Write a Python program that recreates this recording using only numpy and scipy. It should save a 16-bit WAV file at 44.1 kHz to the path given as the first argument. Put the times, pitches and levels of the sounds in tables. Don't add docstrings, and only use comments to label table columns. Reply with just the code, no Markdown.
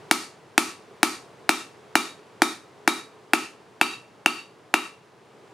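import sys
import numpy as np
from scipy import signal
from scipy.fft import rfft, irfft, next_fast_len
from scipy.io import wavfile
from scipy.ndimage import uniform_filter1d, minimum_filter1d

SR = 44100
rng = np.random.default_rng(int(sys.argv[2]) if len(sys.argv) > 2 else 0)


def bounce(signal):
    frames = np.transpose(np.atleast_2d(signal))
    limited = np.clip(frames, -1, 1)
    pcm = np.round(limited * 32767).astype(np.int16)
    wavfile.write(sys.argv[1], SR, pcm)


N = 243873

# [f/Hz, level/dB per Hz]
FORGE_COLOUR = [(25, -44.5), (60, -21), (120, -3), (260, -8), (350, -2.5), (430, -1), (520, -6.5),
                (950, -7.5), (1500, -14), (4000, -23.5), (8300, -32), (11000, -37), (14000, -57),
                (16000, -70.5)]
# [t/s, level/dB]
FORGE_LEVEL = [(0.0, -47), (0.31, -51.5), (1.32, -49.5), (5.18, -53.5), (5.5, -51)]
# [f/Hz, side minus mid level/dB]
FORGE_WIDTH = [(60, -2), (200, -14), (700, -8.5), (4400, -10.5), (15000, -3)]
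# [t/s, level/dB, centre f/Hz, t60/s]
TOUCHES = [(.905, -44, 403, 0.17), (5.335, -45.5, 385, 0.26)]
# [f/Hz, level/dB, t60/s]
ROOM_ECHO = [(99.2, -2, 0.13), (156.9, -3, 0.45), (301, -11, 0.2), (550, -11.5, 0.17), (750, -16.5, .28),
             (1150, -8.5, 0.24), (1542, -18, 0.23), (2710, -11.5, 0.37), (4560, -16.5, 0.26),
             (9000, -16, .27)]
# [f/Hz, level/dB, t60/s]
WASH_ECHO = [(397, -37, .3), (1177, -12, 0.37), (2600, -1, 0.16), (3326, 2, 0.36), (4400, 3, 0.28),
             (6490, 0.5, .3), (7960, -1, 0.3), (9690, -0.5, 0.091), (11600, -7, .24), (14210, -11.5, .2),
             (16000, -27, 0.19)]
# [f/Hz, level/dB, t60/s]
THUMP_MODES = [(202, -26.5, 0.033), (272.2, -11, 0.035), (335, -13.5, 0.053)]
# [f/Hz, level/dB, t60/s]
KNOCK_MODES = [(738, -7.5, 0.015), (892, -7.5, 0.014), (1362, 1, 0.0069), (1825, 4, 0.0046),
               (2353, -7, 0.015)]
# [f/Hz, level/dB, t60/s]
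CLINK_MODES = [(2716, -10, 0.019), (3183, -15, 0.0084)]
# [f/Hz, level/dB, t60/s]
ANVIL_MODES = [(264, -41.5, .25), (303.9, -33.5, 0.25), (365, -39.5, 0.27), (415, -39, 0.23),
               (904, -48, 0.34), (1101, -43, 0.25), (1135.4, -41, 0.26), (1170, -41.5, 0.25),
               (1282, -39, 0.16), (1299, -31, 0.24), (1279, -37.5, 0.21), (1800, -51, 0.14),
               (1840, -49.5, 0.19), (3550, -45, 0.22), (4870, -53.5, .2), (10975, -52, .23)]
# [f/Hz, level/dB, t60/s]
FACE_MODES = [(2190, -51, 0.17), (2364, -36.5, 0.16), (3736, -42.5, 0.16), (3822, -39.5, 0.17),
              (3855, -42.5, 0.1)]
# [f/Hz, level/dB, t60/s]
TONGS_MODES = [(2680, -50.5, 0.38), (2770, -47, 0.35), (2780, -50.5, 0.35), (2790, -46, 0.2),
               (2850, -48.5, 0.24), (2828, -49, 0.2), (2990, -53, 0.36)]
# [f/Hz, level/dB, t60/s]
SPIKE_MODES = [(4390, -54.5, 0.31), (4610, -56, 0.32), (4570, -46, .25), (4650, -53.5, 0.29),
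               (4670, -53.5, 0.29)]
# [f/Hz, level/dB, t60/s]
HEAD_MODES = [(6220, -58, 0.19), (6605, -50, 0.2), (6800, -53, 0.27), (8600, -54.5, 0.17), (9300, -49, .15),
              (10020, -52.5, .14)]
# [f/Hz, level/dB]
CRACK_COLOUR = [(1500, -21.5), (2800, -0.5), (4000, 2), (6500, -3.5), (7800, -6), (9500, -2), (11500, -9),
                (14500, -14.5), (16500, -33)]
# [t/s, spike tilt (0 flat to 1 on its tip), anvil face ring level/dB, spike ring level/dB]
BLOWS = [(0.1115, 0.32, -3, 1), (0.5783, 0.39, -8.5, 0.5), (1.0302, .25, -3.5, -0.5),
         (1.4917, 0.45, .5, -11.5), (1.9541, 0.42, 6.5, 1), (2.4192, 0.043, 3.5, -8),
         (2.8764, 0.21, 2.5, -6), (3.334, 0.55, -4, -3.5), (3.8126, 1, 6.5, 2.5), (4.2599, 0.91, 0, 2.5),
         (4.7398, .75, -.5, -4)]

FORGE_TRIM_DB = -0.3
FLAT_THUMP_DB, TILT_THUMP_LOSS_DB = -0.03, 5.5
TONGS_DB = 5
FIRST_CRACK_DB, CRACK_LOSS_DB_PER_BLOW = 3.5, 0.64
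CEILING_DB, RELEASE_DB_PER_S, HOLD_S = 0.25, 118, 0.026
TOP_HZ = 16300
AGE = np.arange(int(.6 * SR)) / SR


def undb(db):
    return 10 ** (np.asarray(db) / 20)


def unit(x):
    return x / np.sqrt(np.mean(x ** 2))


def along(hz, points):
    f, value = np.transpose(points)
    return np.interp(np.log(hz + 1), np.log(f), value)


def colour(x, points):
    size = next_fast_len(len(x))
    gain = undb(along(np.fft.rfftfreq(size, 1 / SR), points))
    return irfft(rfft(x, size) * gain, size)[:len(x)]


def fade(t60):
    return np.exp(-np.log(1000) * AGE / t60)


def add(track, s, sound):
    i = int(s * SR)
    track[i:i + len(sound)] += sound[:len(track) - i]


def stereo(mid, side):
    return np.array([mid + side, mid - side])


def walk(rate):
    k = int(SR / rate)
    steps = np.repeat(rng.standard_normal(N // k + 1), k)
    return 0.53 * uniform_filter1d(uniform_filter1d(steps, k), k)[:N]


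def forge():
    mid, side = (unit(colour(rng.standard_normal(N), FORGE_COLOUR)) for _ in range(2))
    chamber_colour = [(250, -49), (380, -11.0), (425, 2.5), (470, -6), (700, -44.5)]
    chamber = unit(colour(rng.standard_normal(N), chamber_colour))
    level_db = np.interp(np.arange(N) / SR, *np.transpose(FORGE_LEVEL)) + 0.28 * walk(2.8)
    rush = stereo(mid + undb(-9.5) * chamber, colour(side, FORGE_WIDTH))
    return rush * undb(level_db + FORGE_TRIM_DB)


def handling():
    out = np.zeros(N)
    for s, db, hz, t60 in TOUCHES:
        noise = colour(rng.standard_normal(len(AGE)), [(hz / 10, -60), (hz, 0), (hz * 10, -70)])
        soft_attack = np.minimum(AGE / 0.0087, 1)
        add(out, s, undb(db) * unit(noise) * fade(t60) * soft_attack)
    return out


def echo(bands, early_db, early_t60):
    decays = [(hz, t60) for hz, db, t60 in bands]
    noise = rfft(colour(rng.standard_normal(len(AGE)), [(hz, db) for hz, db, t60 in bands]))
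    octave = np.log2(np.clip(np.fft.rfftfreq(len(AGE), 1 / SR), 125, 16000) / 125)
    early = undb(early_db) * fade(early_t60)
    tail = 0
    for k in range(8):
        band = irfft(noise * np.maximum(1 - abs(octave - k), 0), len(AGE))
        late = fade(along(125 * 2 ** k, decays))
        tail = tail + band * (late + early) / np.sqrt(np.sum(late ** 2))
    return tail * np.clip(AGE / 0.01, 0, 1) ** 2


def workshop(x, side_db):
    mid, side = (signal.fftconvolve(x, echo(ROOM_ECHO, early_db=-3.5, early_t60=0.16))[:N]
                 for _ in range(2))
    return stereo(mid, undb(side_db) * colour(side, [(300, -7.5), (1200, -1), (5000, -5.0)]))


def wash(crack_db, ringing):
    click = undb(crack_db - 1.0) * signal.unit_impulse(len(AGE))
    response = echo(WASH_ECHO, early_db=-1.5, early_t60=0.064)
    return signal.fftconvolve(click + undb(-5.0) * ringing, response)


def ring(modes, scatter_db, detune):
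    out = np.zeros(len(AGE))
    for k, (hz, db, t60) in enumerate(modes):
        level_chance, pitch_chance = rng.standard_normal(2)
        gain = (-1) ** k * undb(db + scatter_db * level_chance)
        tone = np.sin(2 * np.pi * hz * (1 + detune * pitch_chance) * AGE)
        out += gain * fade(t60) * tone
    return out


def crack(t60, crumble_db, crumble_t60):
    noise = unit(colour(rng.standard_normal(len(AGE)), CRACK_COLOUR))
    return noise * (fade(t60) + undb(crumble_db) * fade(crumble_t60))


def blow_levels(count, tilt):
    thump_db = FLAT_THUMP_DB - TILT_THUMP_LOSS_DB * tilt
    crack_db = FIRST_CRACK_DB - CRACK_LOSS_DB_PER_BLOW * count
    tongs_db = TONGS_DB + 20 * np.log10(max(tilt, .01))
    return thump_db, crack_db, tongs_db


def hammer():
    body, bright, tail_mid, tail_side = np.zeros((4, N))
    squeeze = 1 - np.exp(-AGE / 0.00081)
    for count, (s, tilt, face_db, spike_db) in enumerate(BLOWS):
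        thump_db, crack_db, tongs_db = blow_levels(count, tilt)
        thump = undb(thump_db) * ring(THUMP_MODES, scatter_db=1.13, detune=0.0095)
        press = ring(KNOCK_MODES, scatter_db=0.34, detune=0.014)
        clink = undb(tongs_db) * ring(CLINK_MODES, scatter_db=2.5, detune=0.015)
        knock = thump + press - clink
        anvil = ring(ANVIL_MODES, scatter_db=0.3, detune=0.00095)

        face = undb(face_db) * ring(FACE_MODES, scatter_db=2.0, detune=0.00066)
        tongs = undb(tongs_db) * ring(TONGS_MODES, scatter_db=2.0, detune=0.0058)
        spike = undb(spike_db) * ring(SPIKE_MODES, scatter_db=3, detune=.008)
        head = undb(crack_db) * ring(HEAD_MODES, scatter_db=2, detune=0.0044)
        ringing = face + tongs + spike + head
        snap = undb(crack_db - 8.0) * crack(t60=0.011, crumble_db=-33.5, crumble_t60=0.17)

        add(body, s, squeeze * knock + anvil)
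        add(bright, s, squeeze * snap + ringing)
        for track in (tail_mid, tail_side):
            add(track, s, wash(crack_db, ringing))
    return body, bright, tail_mid, tail_side


def scene():
    background = handling() + forge()
    body, bright, tail_mid, tail_side = hammer()
    direct = stereo(body + bright, undb(-18.5) * (body + bright))
    room = workshop(body, side_db=-6.5) + stereo(tail_mid, undb(-7.5) * tail_side)
    return undb(14.0) * (direct + room) + background


def limiter(x):
    t = np.arange(N) / SR
    power = uniform_filter1d(np.mean(x ** 2, axis=0), size=44)
    crest = np.sqrt(2 * abs(power) + 1e-12)
    over_db = np.maximum(20 * np.log10(crest) - CEILING_DB, 0)
    duck_db = np.maximum.accumulate(over_db + RELEASE_DB_PER_S * t) - RELEASE_DB_PER_S * t
    half = int(HOLD_S * SR / 2)
    held_db = minimum_filter1d(-duck_db, size=2 * half + 1, origin=half)
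    ahead_db = minimum_filter1d(held_db, size=161)
    return x * undb(uniform_filter1d(ahead_db, size=81))


def record(dry):
    limited = np.clip(limiter(dry), -1, 1)
    low_cut = signal.butter(2, 78, "highpass", fs=SR, output="sos")
    top_cut = signal.ellip(8, .2, 70, TOP_HZ, fs=SR, output="sos")
    return signal.sosfilt(top_cut, signal.sosfilt(low_cut, limited))


dry = scene()
out = record(dry)
bounce(out)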